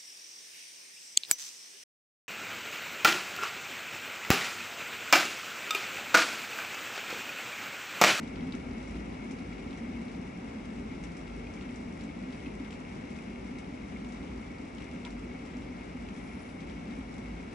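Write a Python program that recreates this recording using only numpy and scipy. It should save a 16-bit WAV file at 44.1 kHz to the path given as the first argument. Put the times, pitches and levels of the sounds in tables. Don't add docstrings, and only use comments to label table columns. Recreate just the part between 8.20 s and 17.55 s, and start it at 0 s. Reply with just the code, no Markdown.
import sys
import numpy as np
from scipy import signal
from scipy.fft import rfft, irfft
from scipy.io import wavfile
from scipy.ndimage import uniform_filter1d, map_coordinates

SR = 44100
rng = np.random.default_rng(int(sys.argv[2]) if len(sys.argv) > 2 else 0)


def transcribe(signal):
    frames = np.atleast_2d(signal).T
    limited = np.clip(frames, -1, 1)
    pcm = np.round(limited * 32767).astype(np.int16)
    wavfile.write(sys.argv[1], SR, pcm)


N = 412235
TIME = np.arange(N) / SR
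HZ = np.maximum(np.arange(N // 2 + 1) * SR / N, 1)


def rain():
    # (frequency [Hz], level [dB])
    rain_spectrum = [(250, -6), (550, 2.4), (800, -0.5), (1050, -3), (1220, -6.5), (1650, -9),
                     (2550, -11.5), (2800, -11.5), (2950, -15.5), (3300, -16.5), (4400, -22), (5400, -19.5),
                     (6150, -23), (6800, -28), (7900, -24), (8900, -30), (9500, -32.5), (10300, -33),
                     (11200, -33.5)]
    wash = rng.standard_normal((2, N)) * undb(0.25 * walk(9))
    lawn = np.array([patter(per_s=300, spread_db=4.0, largest_db=15.5) for _ in range(2)])
    leaves = np.array([patter(per_s=130, spread_db=5.5, largest_db=16.5) for _ in range(2)])
    leaves = leaves * undb(1.7 * walk(12))
    dull = undb(-3.5) * shape(lawn, resonance(2800, 1900))
    bright = undb(-2.0) * shape(leaves, resonance(7600, 5700))
    coloured = shape(wash + dull + bright, colour(rain_spectrum) * hollow())
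    return unit(ports(coloured)) * settle(steady_db=-49, excess_db=2.0, settle_s=2.6)


def patter(per_s, spread_db, largest_db):
    when, size = rng.random((int(per_s * N / SR), 2)).T
    size_db = np.minimum(-spread_db * np.log(1 - size), largest_db)
    energy = np.bincount((when * N).astype(int), undb(size_db) ** 2, N)
    envelope = splashes(energy, hit_s=0.00024, tail_s=0.025, tail_db=-13.0)
    return unit(envelope * rng.standard_normal(N))


def hollow():
    # (centre [Hz], width [Hz], level re direct sound [dB])
    hollow_modes = [(1362, 29, -2), (1950, 67, 1), (2180, 117, 7.5)]
    return 1 + sum(undb(db) * resonance(hz, width_hz) for hz, width_hz, db in hollow_modes)


def close_drops():
    # (frequency [Hz], level [dB])
    slap_spectrum = [(700, -9), (1600, -4.5), (2400, 3), (3600, 0), (5200, -5.5), (6800, -25), (11000, -29)]
    # (frequency [Hz], level [dB])
    spray_spectrum = [(2500, -12), (4500, -11), (5700, 6), (6700, -3), (7700, 3), (9500, -9), (11300, -23)]
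    s, slap_db, spray_db, hz = near_drop_rows()
    first = [s, hz, slap_db + 0.5]
    rebound = [s + 0.001493, hz * 0.87, slap_db - 6.5]
    knock_rows = np.hstack([first, rebound]).T
    knock = rings(knock_rows, ring_s=0.00036, glide=-0.065, rough=0.079, left_db=2.0)
    slap = drop_bursts(s, slap_db - 3.0, slap_spectrum, hit_s=0.00063, tail_s=0.0092, tail_db=-2.5)
    spray = drop_bursts(s, spray_db + 0.5, spray_spectrum, hit_s=0.00043, tail_s=0.02, tail_db=-4)
    echo = drop_bursts(s + 0.0088, slap_db + 2.0, slap_spectrum, hit_s=0.0078, tail_s=.03, tail_db=-19)
    return knock + slap + spray + shape(echo, resonance(1230, 1300) ** 2)


def near_drop_rows():
    # (time [s], slap reference level [dB], spray reference level [dB], knock pitch [Hz])
    closest_drops = [(0.0305, -57, -58, 4200), (0.0761, -53, -57, 3900), (0.1583, -45.5, -74, 2950),
                     (0.208, -51, -68, 3200), (0.2706, -53, -66, 3700), (0.3233, -41.5, -62, 4150),
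                     (0.3508, -51, -55, 3900), (0.679, -65, -58, 7400), (1.1108, -56, -51, 6800),
                     (1.5077, -51, -65, 3700), (1.5292, -51, -63, 3500), (1.5745, -54, -55, 6800),
                     (1.8823, -52, -66, 4200), (2.838, -47.5, -51.5, 6300), (2.9685, -55, -53, 5600),
                     (3.338, -54, -56, 6000), (3.411, -47, -61, 3000), (3.5588, -53, -55, 5700),
                     (3.8097, -49, -59, 3700), (3.838, -57, -58, 8000), (4.1257, -48, -66, 3200),
                     (4.1466, -53, -68, 2800), (4.26, -51, -66, 3100), (4.447, -50, -70, 3100),
                     (4.5067, -47.5, -58, 3000), (4.528, -50, -58, 2930), (4.9615, -58, -57, 5600),
                     (5.3858, -51, -53.5, 4000), (5.847, -51, -64, 3700), (6.5829, -47.5, -62, 2970),
                     (6.6048, -51.5, -68, 3000), (6.6205, -53, -68, 3800), (6.85, -40.5, -52.5, 3730),
                     (6.9046, -52, -57, 4200), (7.3686, -54, -60, 5900), (7.8872, -48, -62, 2750),
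                     (8.4047, -51, -58, 3050), (8.4972, -50, -69, 3580)]
    scatter_db = 4
    centre_hz, pitch_ratio = 2890, 1.78
    s, slap, spray = random_drops(per_s=30)
    lesser_slap_db = -59 + scatter_db * slap
    lesser_spray_db = -68.5 + scatter_db * spray
    lesser = [s, lesser_slap_db, lesser_spray_db, centre_hz * pitch_ratio ** spray]
    return np.hstack([np.transpose(closest_drops), lesser])


def drop_bursts(s, db, spectrum, hit_s, tail_s, tail_db):
    energy = np.bincount(np.clip((s * SR).astype(int), 0, N - 1), undb(db) ** 2, N)
    grain = unit(ports(rng.standard_normal((2, N))))
    return shape(splashes(energy, hit_s, tail_s, tail_db) * grain, unit(colour(spectrum)))


def heavy_drop():
    # (frequency [Hz], level [dB], ring time [s])
    surface_modes = [(960, -52.5, .01), (1400, -56, .007), (3530, -48.5, 0.0014)]
    heavy_s = 6.85
    return sum(rings([(heavy_s, hz, db)], ring_s, glide=-0.017, rough=0.05, left_db=0.5)
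               for hz, db, ring_s in surface_modes)


def plips():
    return rings(plip_rows(), ring_s=0.0023, glide=0.042, rough=0.092, left_db=3.0)


def plip_rows():
    # (time [s], pitch [Hz], level [dB])
    clear_plips = [(1.326, 2180, -45), (3.268, 2430, -47), (4.26, 2430, -46), (4.986, 2370, -48)]
    scatter_hz, scatter_db = 100, 3
    s, pitch, strength = random_drops(per_s=1.2)
    fainter = [s, 2177 + scatter_hz * pitch, -52.5 + scatter_db * strength]
    return np.vstack([clear_plips, np.transpose(fainter)])


def high_hiss():
    peak_s, rise_s, fall_s = 8.24, 0.23, 0.097
    grains = np.array([patter(per_s=500, spread_db=5, largest_db=16) for _ in range(2)])
    air = unit(ports(shape(grains, resonance(10350, 3000) ** 2)))
    return air * swell(peak_s, -70, np.where(TIME < peak_s, rise_s, fall_s))


def town():
    # (frequency [Hz], level [dB])
    town_spectrum = [(22, -59), (33, -39.5), (51, 0.5), (68, -7.5), (80, -5), (96, -9.5), (138, -11),
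                     (168, -2.5), (205, -2.5), (243, -1.6), (285, -3.5), (312, -10.5), (380, -9.5),
                     (500, -17.5), (900, -48), (2500, -80)]
    roar = unit(shape(rng.standard_normal((2, N)), colour(town_spectrum)))
    boom = unit(shape(rng.standard_normal((2, N)), resonance(242.9, 27.3) ** 2))
    boom = boom * undb(1.5 * walk(16))
    heave = undb(0.9 * walk(22))
    rumble = unit(ports(roar + undb(-10) * boom) * heave)
    return rumble * settle(steady_db=-41.5, excess_db=3, settle_s=2.1)


def surges():
    # (time [s], level [dB])
    surge_peaks = [(.03, -36), (.125, -40), (.23, -41), (.29, -37), (.355, -40), (.56, -38), (1.14, -40),
                   (1.63, -37.5), (1.69, -38), (1.8, -38.5), (2.24, -44), (2.38, -38.5), (3.54, -40.5),
                   (3.61, -38.5), (4.09, -38.5), (4.27, -40.5), (4.42, -38), (5.94, -44), (7.37, -37.5),
                   (7.76, -39.5), (7.83, -40), (8.79, -40)]
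    boom = wandering_tone(239.2, wander_hz=22.05, rate=90)
    return boom * sum(swell(s, db, sigma_s=.015) for s, db in surge_peaks)


def deep_swells():
    # (time [s], level [dB])
    deep_peaks = [(.75, -44), (1.35, -50), (1.8, -54), (3.18, -47.5), (4.35, -52.5), (5.3, -53),
                  (6.18, -50), (7.0, -48), (9.1, -48)]
    boom = wandering_tone(54, wander_hz=3.39, rate=14)
    return boom * sum(swell(s, db, sigma_s=.11) for s, db in deep_peaks)


def wandering_tone(hz, wander_hz, rate):
    return np.sqrt(2) * np.sin(2 * np.pi * np.cumsum(hz + wander_hz * walk(rate)) / SR)


def rings(rows, ring_s, glide, rough, left_db):
    t = TIME[:SR // 20]
    out = np.zeros(N + len(t))
    envelope = np.sqrt(2) * t / ring_s * np.exp(1 - t / ring_s)
    bend = glide * (1 - np.exp(-t / ring_s / 2))
    tremble = uniform_filter1d(rng.standard_normal((len(rows), len(t))), size=16) * np.sqrt(16)
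    for (s, hz, db), chance in zip(rows, tremble):
        phase = 2 * np.pi * np.cumsum(hz * (1 + bend + rough * chance)) / SR
        at = min(int(s * SR), N)
        out[at:at + len(t)] += undb(db) * envelope * np.sin(phase)
    return out[:N] * undb(np.array([[left_db], [-left_db]]) / 2)


def splashes(energy, hit_s, tail_s, tail_db):
    t = TIME[:SR // 4]
    hit = t / hit_s * np.exp(1 - t / hit_s)
    tail = undb(tail_db) * (1 - np.exp(-t / hit_s)) * np.exp(-t / tail_s)
    power = signal.fftconvolve(energy, hit ** 2 + tail ** 2)[:N]
    return np.sqrt(np.maximum(power, 0))


def random_drops(per_s):
    gap, first, second = rng.random((400, 3)).T
    s = np.cumsum(-np.log(1 - gap)) / per_s
    return np.array([s, 2 * first - 1, 2 * second - 1])[:, s < TIME[-1]]


def ports(pair):
    # (frequency [Hz], left minus right [dB], likeness [0-1], lead of the left [rad])
    port_rows = [(60, 0.6, 0.99, 0), (170, 1.5, 0.92, 0.12), (304, 0.5, 0.99, 0.25), (400, 3, 0.14, 0),
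                 (473, 1.5, 0, 0), (590, -1.5, 0.39, -3), (717, 2.1, 0.02, -3), (1124, -2, 0.53, -2.5),
                 (1220, 1, 0.2, -1.5), (1330, -0.5, 0.7, -1.5), (1670, 10.5, 0.12, -3),
                 (1830, 6.5, 0.7, -1.5), (1914, 8, 0.3, -2.5), (2066, 7, 0.97, 0.5), (2280, 0.3, 0.99, 0.5),
                 (2850, 5.5, 0.74, -0.8), (3010, 8.5, 0.25, 2), (3220, 7, 0.4, 3), (3640, 5, 0.47, 1),
                 (4320, 1, 0.7, -2), (4760, 2.5, 0, 0.5), (5040, 5, 0.25, 1.8), (5530, 2.8, 0.25, -1.3),
                 (6100, 4.4, 0.4, 0), (6460, 4, 0.33, 1.5), (7000, 1.5, 0.6, -0.9), (7710, 1.5, 0.9, -2),
                 (8350, -1.5, 0.85, -3), (8900, 3, 0.9, -4.5), (9750, 0, 0.77, -6), (10200, -3, 1, -6.5),
                 (10900, 0, 0.55, -7.6)]
    hz, balance_db, likeness, lead_rad = np.transpose(port_rows)
    shared = across(hz, np.clip(likeness, 0, .999)) * np.exp(-1j * across(hz, lead_rad))
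    tilt = undb(across(hz, balance_db) / 2)
    a, b = rfft(pair)
    right = shared * a + np.sqrt(1 - abs(shared) ** 2) * b
    norm = np.sqrt((tilt ** 2 + tilt ** -2) / 2)
    return irfft(np.array([a * tilt, right / tilt]) / norm, N)


def settle(steady_db, excess_db, settle_s):
    return undb(steady_db + excess_db * np.exp(-TIME / settle_s))


def swell(peak_s, db, sigma_s):
    return undb(db) * np.exp(-.5 * ((TIME - peak_s) / sigma_s) ** 2)


def walk(rate):
    knots = rng.standard_normal(1024)
    return map_coordinates(knots, [TIME * rate], order=1, mode="wrap")


def resonance(hz, width_hz):
    return 1 / (1 + 1j * (HZ ** 2 - hz ** 2) / (HZ * width_hz))


def shape(x, response):
    return irfft(rfft(x) * response, N)


def colour(rows):
    hz, db = np.transpose(rows)
    return undb(across(hz, db))


def across(hz, values):
    return np.interp(np.log(HZ), np.log(hz), values)


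def undb(db):
    return 10 ** (np.asarray(db) / 20)


def unit(x):
    return x / np.sqrt(np.mean(x ** 2))


def scene():
    drops = close_drops() + heavy_drop() + plips()
    background = town() + surges() + deep_swells()
    return rain() + drops + high_hiss() + background


def record(dry):
    soft = shape(dry, 1 / np.sqrt(1 + (HZ / 10500) ** 40))
    top_hz, ripple_db, stop_db = 11150, .2, 70
    top_cut = signal.ellip(10, ripple_db, stop_db, top_hz, fs=SR, output="sos")
    return signal.sosfilt(top_cut, soft)


dry = scene()
out = record(dry)
transcribe(out)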